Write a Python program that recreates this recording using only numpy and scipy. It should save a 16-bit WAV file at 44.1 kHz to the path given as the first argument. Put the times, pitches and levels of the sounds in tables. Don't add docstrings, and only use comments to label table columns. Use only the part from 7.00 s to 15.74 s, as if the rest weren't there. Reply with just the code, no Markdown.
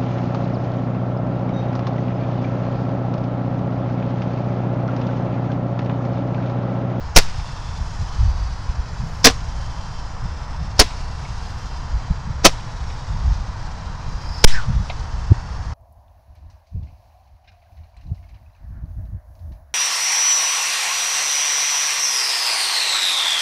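import sys
import numpy as np
from scipy import signal
from scipy.fft import rfft, irfft, next_fast_len
from scipy.io import wavfile
from scipy.ndimage import uniform_filter1d, map_coordinates

SR = 44100
rng = np.random.default_rng(int(sys.argv[2]) if len(sys.argv) > 2 else 0)


def wrap_up_sound(samples):
    columns = np.atleast_2d(samples).T
    tamed = np.clip(columns, -1, 1)
    steps = np.round(tamed * 32767).astype(np.int16)
    wavfile.write(sys.argv[1], SR, steps)


def boost(x):
    u = np.asarray(x, float) / 20
    return 10 ** u


N = 385431


def evened(x):
    return x / np.sqrt(np.mean(x ** 2) + 1e-20)


def read(points, hz, outside=None):
    point_hz, value = np.transpose(points)
    return np.interp(np.log(hz + 1), np.log(point_hz + 1), value, outside, outside)


def curve(table):
    s, *columns = np.transpose(table)
    return [np.interp(np.arange(N) / SR, s, column) for column in columns]


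def coloured(spectrum, size):
    fast = next_fast_len(size, real=True)
    gain = boost(read(spectrum, np.fft.rfftfreq(fast, 1 / SR), -120))
    noise = irfft(rfft(rng.standard_normal(fast)) * gain, fast)
    return evened(noise[:size])


def wander(top_hz, size=N):
    return coloured([(0.057 * top_hz, 0), (top_hz, -6), (2.9 * top_hz, -30)], size)


def add(mix, s, sound):
    part = mix[round(s * SR):][:len(sound)]
    part += sound[:len(part)]


def resonate(x, hz, width_hz):
    turn = np.exp(2j * np.pi * np.cumsum(hz) / SR)
    r = np.exp(-np.pi * width_hz / SR)
    return 2 * (turn * signal.lfilter([1 - r], [1, -r], x / turn)).real


def resonate_twice(x, hz, first_width_hz, second_width_hz):
    return resonate(resonate(x, hz, first_width_hz), hz, second_width_hz)


def lobe(t, length):
    u = np.maximum(t, 0) / length
    return (u * np.exp(1 - u)) ** 2


def bump(s, half):
    middle = round(SR * s)
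    at = np.arange(max(middle - SR // 2, 0), min(middle + SR // 2, N))
    return at, np.exp(-((at / SR - s) / half) ** 2)


FIRED = [.1612, 2.2425, 3.7926, 5.4440, 7.4396]
# jet_level_db, rise_s, hold_s, fall_by_60_db_s, star_rush_level_db
SHOTS = [(-2, 0.0059, 0.016, 0.044, -25), (-6.5, 0.011, 0.018, 0.091, -31.5),
         (-5, 0.0057, 0.0075, 0.068, -30), (-1.5, 0.0099, 0.0074, 0.064, -31),
         (-7.5, 0.0045, 0.015, 0.036, -22.5)]
# suction_height, crest_height, crest_length_s, trough_height, trough_length_s
PUSHES = [(1.3, 1.38, .011, 0.15, 0.059), (0.24, 0.27, 0.025, .08, 0.049),
          (0.27, 1.3, 0.0043, 0.104, 0.026), (0.079, 0.48, 0.014, 0.15, 0.027),
          (0.41, 1.93, 0.013, 0.49, 0.06)]
# delay_s, height
FRONTS = [(.0085, 1.3), (.0054, .1), (.0055, .1), (.006, .1), (.0078, 2.5)]
# screech_level_db, screech_hz, boom_level_db, bore_pitch_factor
VOICES = [(2.5, 6060, -29.5, 0.563), (7, 5300, -5.5, 1.02), (3.5, 5300, -7.5, 0.96),
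          (-6, 5500, -10.5, 0.685), (3, 5104, -12, 0.48)]
LEAD_S = .012


def shots():
    out = np.zeros(N)
    for s, *settings in zip(FIRED, SHOTS, PUSHES, FRONTS, VOICES):
        add(out, s - LEAD_S, shot(*settings))
    return out


def shot(blast, push, front, voice):
    t = np.arange(SR // 2) / SR - LEAD_S
    *jet_settings, rush_db = blast
    suction, crest, length, trough, slow = push
    delay, height = front
    air = crest * lobe(t - delay, length)
    air -= suction * lobe(t, 0.0058)
    air -= trough * lobe(t - delay, slow)
    steep_rise = np.clip((t - delay) / 0.00036, 0, 1)
    air += height * steep_rise * np.exp(-abs(t - delay) / 0.0069)
    return jet(t, *jet_settings, voice) + star(t, rush_db) + air


# pitch_hz, level_db (per Hz)
JET_COLOUR = [(60, -3), (250, -1.5), (600, 2.5), (1100, -4.5), (2500, -4.5), (4000, -6.5), (6500, -11),
              (9000, -21.5), (16000, -44)]
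# pitch_hz, width_hz, level_db
TUBE = [(266, 61, -2), (458, 31, -0.5), (743.4, 27, -2), (1055, 92, -1), (1690, 200, -6.5)]


def jet(t, db, rise, hold, t60, voice):
    screech_db, screech_hz, boom_db, pitch_factor = voice
    roar, flat = coloured(JET_COLOUR, len(t)), np.ones(len(t))
    screech = evened(resonate(roar, flat * screech_hz, 1300)) * boost(screech_db - 60 * t / 0.064)
    boom = np.zeros(len(t))
    for hz, width, level_db in TUBE:
        ring = resonate_twice(roar, flat * hz * pitch_factor, 2.7 * width, 2.7 * width)
        boom += boost(level_db) * evened(ring)
    boom = evened(boom) * boost(boom_db) * np.clip(t / 0.013, 0, 1)
    opening = np.clip(t / .001, 0, 1) * (.12 + .88 * np.clip(t / rise, 0, 1))
    swell = .03 * np.exp(np.minimum(t, 0) / .004)
    shape = np.maximum(opening, swell) * boost(-60 * np.maximum(t - rise - hold, 0) / t60)
    return boost(db + 2.74 * wander(230, len(t))) * shape * (roar + screech + boom)


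# pitch_hz, level_db (per Hz)
RUSH_COLOUR = [(200, -37.5), (700, -10.5), (2000, -0.5), (4000, -1), (7000, -4.5), (10000, -14.5),
               (16000, -25)]
# pitch_hz, fall_by_60_db_s
RUSH_FALL = [(500, 0.74), (3000, 0.53), (8000, 0.39), (14000, 0.22)]


def star(t, db):
    hz, frame_s, z = signal.stft(coloured(RUSH_COLOUR, len(t)), SR, nperseg=256)
    patches = uniform_filter1d(rng.standard_normal(z.shape), 8, 0)
    patches = evened(uniform_filter1d(patches, 8, 1))
    fall_db = 60 * frame_s / read(RUSH_FALL, hz)[:, None]
    rush = signal.istft(z * boost(2.0 * patches - fall_db), SR, nperseg=256)[1][:len(t)]
    return boost(db) * np.clip(t / 0.0033, 0, 1) * rush


# time_s, level_db, pitch_hz
MOAN = [(7.522, -40, 1600), (7.54, -30, 1750), (7.565, -29, 1700), (7.6, -33, 1400), (7.64, -38, 1180),
        (7.68, -47, 1050)]


def moan():
    level_db, hz = curve(MOAN)
    tone = resonate_twice(rng.standard_normal(N), hz, 300, 330) * boost(0.62 * wander(90))
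    t = np.arange(N) / SR
    fade_in = np.clip((t - MOAN[0][0]) / .01, 0, 1)
    fade_out = np.clip((MOAN[-1][0] - t) / 0.034, 0, 1)
    return boost(level_db) * evened(tone) * fade_in * fade_out


# start_s, peak_level_db
SLAPS = [(0.3974, -30.5), (3.9065, -30), (4.2512, -27.5), (5.9025, -30), (7.8989, -16.5)]
# pitch_hz, level_db (per Hz)
SLAP_COLOUR = [(290, -38), (500, -7), (727, 6), (1740, -22), (2190, 2), (3340, -12), (3810, -6.5),
               (9000, -62), (11700, -53), (19800, -120)]


def slaps():
    out, t = np.zeros(N), np.arange(3000) / SR
    for s, db in SLAPS:
        shape = np.minimum(t / 0.00086, 1) * boost(-60 * np.maximum(t - .007, 0) / 0.055)
        add(out, s - .002, boost(db - 11) * shape * coloured(SLAP_COLOUR, len(t)))
    return out


# time_s, vigour_db
FUSE = [(0, -7), (.14, -13), (.36, 7.5), (.6, 4), (1.15, 4), (1.5, 2), (1.86, -1), (2.68, 3.5), (3.1, -1.5),
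        (3.76, -1.5), (4.0, 4.5), (4.5, 2.5), (5.4, -6), (5.7, 2), (7.05, -3.5), (7.42, 5), (7.75, 0.5),
        (8.74, -3)]
# peak_s, half_length_s, level_db
FLARES = [
    (2.16, .17, -74.5),
    (4.56, .15, -77),
    (7.4, .22, -76),
]
# pitch_hz, level_db (per Hz)
HISS_COLOUR = [(1200, -23), (2300, -7.5), (3500, -6.5), (5000, -7), (6500, -9.5), (8000, -19.5),
               (10000, -37.5)]
FIZZ_COLOUR = [(7000, -7.5), (8600, -2.5), (10500, -9), (12000, -24.5)]
AIR_COLOUR = [(10000, -13), (11500, 3), (14000, -6.5), (16500, -12)]
# delay_s, share
BOUNCES = [
    (.00042, 0.071),
    (.0012, 0.14),
    (.0023, .3),
]


def fuse():
    vigour_db = uniform_filter1d(curve(FUSE)[0], size=2000)
    flare = np.zeros(N)
    for s, half, db in FLARES:
        at, shape = bump(s, half)
        flare[at] += boost(db) * shape
    burn = boost(-50 + 0.38 * vigour_db) * coloured(HISS_COLOUR, N)
    burn += np.hypot(boost(-71.5 + vigour_db), boost(4.5) * flare) * coloured(FIZZ_COLOUR, N)
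    burn += (boost(-94 + .9 * vigour_db) + flare) * coloured(AIR_COLOUR, N)
    burn = banded(burn) + whistles()
    burn *= boost(0.975 * wander(30) + 0.37 * wander(300))
    out = burn.copy()
    for delay, share in BOUNCES:
        path = SR * delay * (1 + 0.044 * wander(0.24))
        out += share * map_coordinates(burn, [np.arange(N) - path], order=1)
    return out


def banded(x):
    z = signal.stft(x, nperseg=512)[2]
    bands = uniform_filter1d(rng.standard_normal(z.shape), size=4, axis=0)
    bands = evened(uniform_filter1d(bands, size=80, axis=1))
    return signal.istft(z * boost(1.2 * bands), nperseg=512)[1][:N]


# start_s, peak_s, end_s, starting_pitch_hz, level_db
WHISTLES = [(.25, 0.498, 1.0, 3600, -53.5), (1.049, 1.42, 1.69, 4680, -53.5), (.9, 1.204, 1.394, 3170, -58),
            (2.35, 2.6, 3.4, 3310, -56), (2.6, 3.0, 3.16, 5800, -59), (3.9, 4.206, 5.517, 4080, -61),
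            (5.6, 5.996, 6.8, 3770, -56.5), (7.08, 7.356, 7.6, 4960, -49.5),
            (7.117, 7.43, 7.62, 5420, -48.5), (7.51, 7.54, 7.585, 5250, -41), (7.9, 8.05, 8.3, 3220, -56.5)]


def whistles():
    out = np.zeros(N)
    for start, peak, end, first_hz, db in WHISTLES:
        t = np.arange(start, end, 1 / SR)
        hz = first_hz * (1 - 0.11 * (t - start))
        noise = rng.standard_normal(2 * SR)[:len(t)]
        band = evened(resonate_twice(noise, hz, 300, 300))
        add(out, start, boost(db) * np.interp(t, [start, peak, end], [0, 1, 0]) * band)
    return out


# time_s, pitch_hz, height, length_s, flutter_height, flutter_lead_s
KNOCK = (8.3184, 98, 1.3, .0045, .37, .0095)


def knock():
    s, hz, height, length, flutter, lead = KNOCK
    t = np.arange(N) / SR - s
    swing = height * np.exp(-((t - .0016) / length) ** 2)
    swing += flutter * np.exp(-((t + lead / 3) / (1.6 * lead)) ** 4)
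    return swing * np.cos(2 * np.pi * hz * t)


# pitch_hz, level_db (per Hz)
BUFFET_COLOUR = [(8, -0.5), (25, -3), (65, -2.5), (100, -8), (140, -42)]
FLUTTER_COLOUR = [(70, -24), (110, 1.5), (160, -5), (210, -14.5), (320, -47.5)]
GUST_COLOUR = [(15, -12.5), (35, -1.5), (65, -2), (95, -9), (140, -47)]
# peak_s, level_db, half_length_s, flutter_db (relative to the gust)
GUSTS = [(.41, -26.5, 0.027, -12.5), (0.811, -18.5, 0.02, -13.5), (1.018, -22.5, 0.027, -6.5),
         (1.227, -11, .03, -21.5), (1.287, -13, 0.023, -20), (1.4, -20.5, 0.094, -23),
         (1.7, -15, 0.013, -14.5), (1.788, -22, 0.036, -14.5), (2.036, -26, .06, -2),
         (2.448, -23.5, .05, -17.5), (3.253, -23, 0.022, -5), (3.628, -26.5, 0.045, -4),
         (4.245, -30, .025, -3.5), (4.65, -26.5, 0.027, -17), (4.967, -16.5, 0.036, -20),
         (5.112, -15, 0.016, -6), (5.287, -23, .03, -2), (6.16, -21.5, .06, -9),
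         (6.288, -13.5, 0.0555, -15), (6.42, -23, .08, -13), (7.13, -27, .05, -7.5),
         (7.699, -22, 0.0194, 4.5), (7.778, -16.5, .045, -6.5), (8.161, -24.5, 0.049, -13)]


def wind():
    breeze = boost(-28) * coloured(BUFFET_COLOUR, N) + boost(-36.5) * coloured(FLUTTER_COLOUR, N)
    eddies = boost(0.53 * wander(11.0)) * breeze
    low, high = coloured(GUST_COLOUR, N), coloured(FLUTTER_COLOUR, N)
    for s, db, half, flutter_db in GUSTS:
        at, shape = bump(s, half)
        for air, gain in ((low[at], boost(db)), (high[at], boost(db + flutter_db))):
            gust = shape * air
            eddies[at] += gain * gust * np.linalg.norm(shape) / np.linalg.norm(gust)
    return eddies + 0.27 * (eddies ** 2 - np.mean(eddies ** 2))


# pitch_hz, level_db (per Hz)
TRAFFIC_COLOUR = [(150, -23), (250, -5), (385, -13), (459, -7.5), (547, -8.5), (966, 0), (1090, -3.5),
                  (1860, -11.5), (2240, -19), (2600, -22.5), (3380, -26), (5720, -120)]


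def traffic():
    return boost(-39 + 0.37 * wander(17.0)) * coloured(TRAFFIC_COLOUR, N)


def scene():
    firework = shots() + moan() + slaps() + fuse()
    port = resonate(firework, np.full(N, 5300.), 1167)
    return (firework + 0.93 * port + knock() + wind() + traffic())[None]


def roll_off(x):
    return signal.sosfilt(signal.butter(12, 16160, fs=SR, output="sos"), x)


def record(dry):
    rail, knee, edge_hz = .945, 14, 16100
    dry = dry + boost(-79.0) * rng.standard_normal(dry.shape)
    clipped = dry / (1 + abs(dry / rail) ** knee) ** (1 / knee)
    clipped = clipped * signal.windows.tukey(N, 600 / N)
    limit = signal.firwin(255, edge_hz, window=("kaiser", 8), fs=SR)
    return roll_off(signal.filtfilt(limit, 1, clipped))


dry = scene()
out = record(dry)
wrap_up_sound(out)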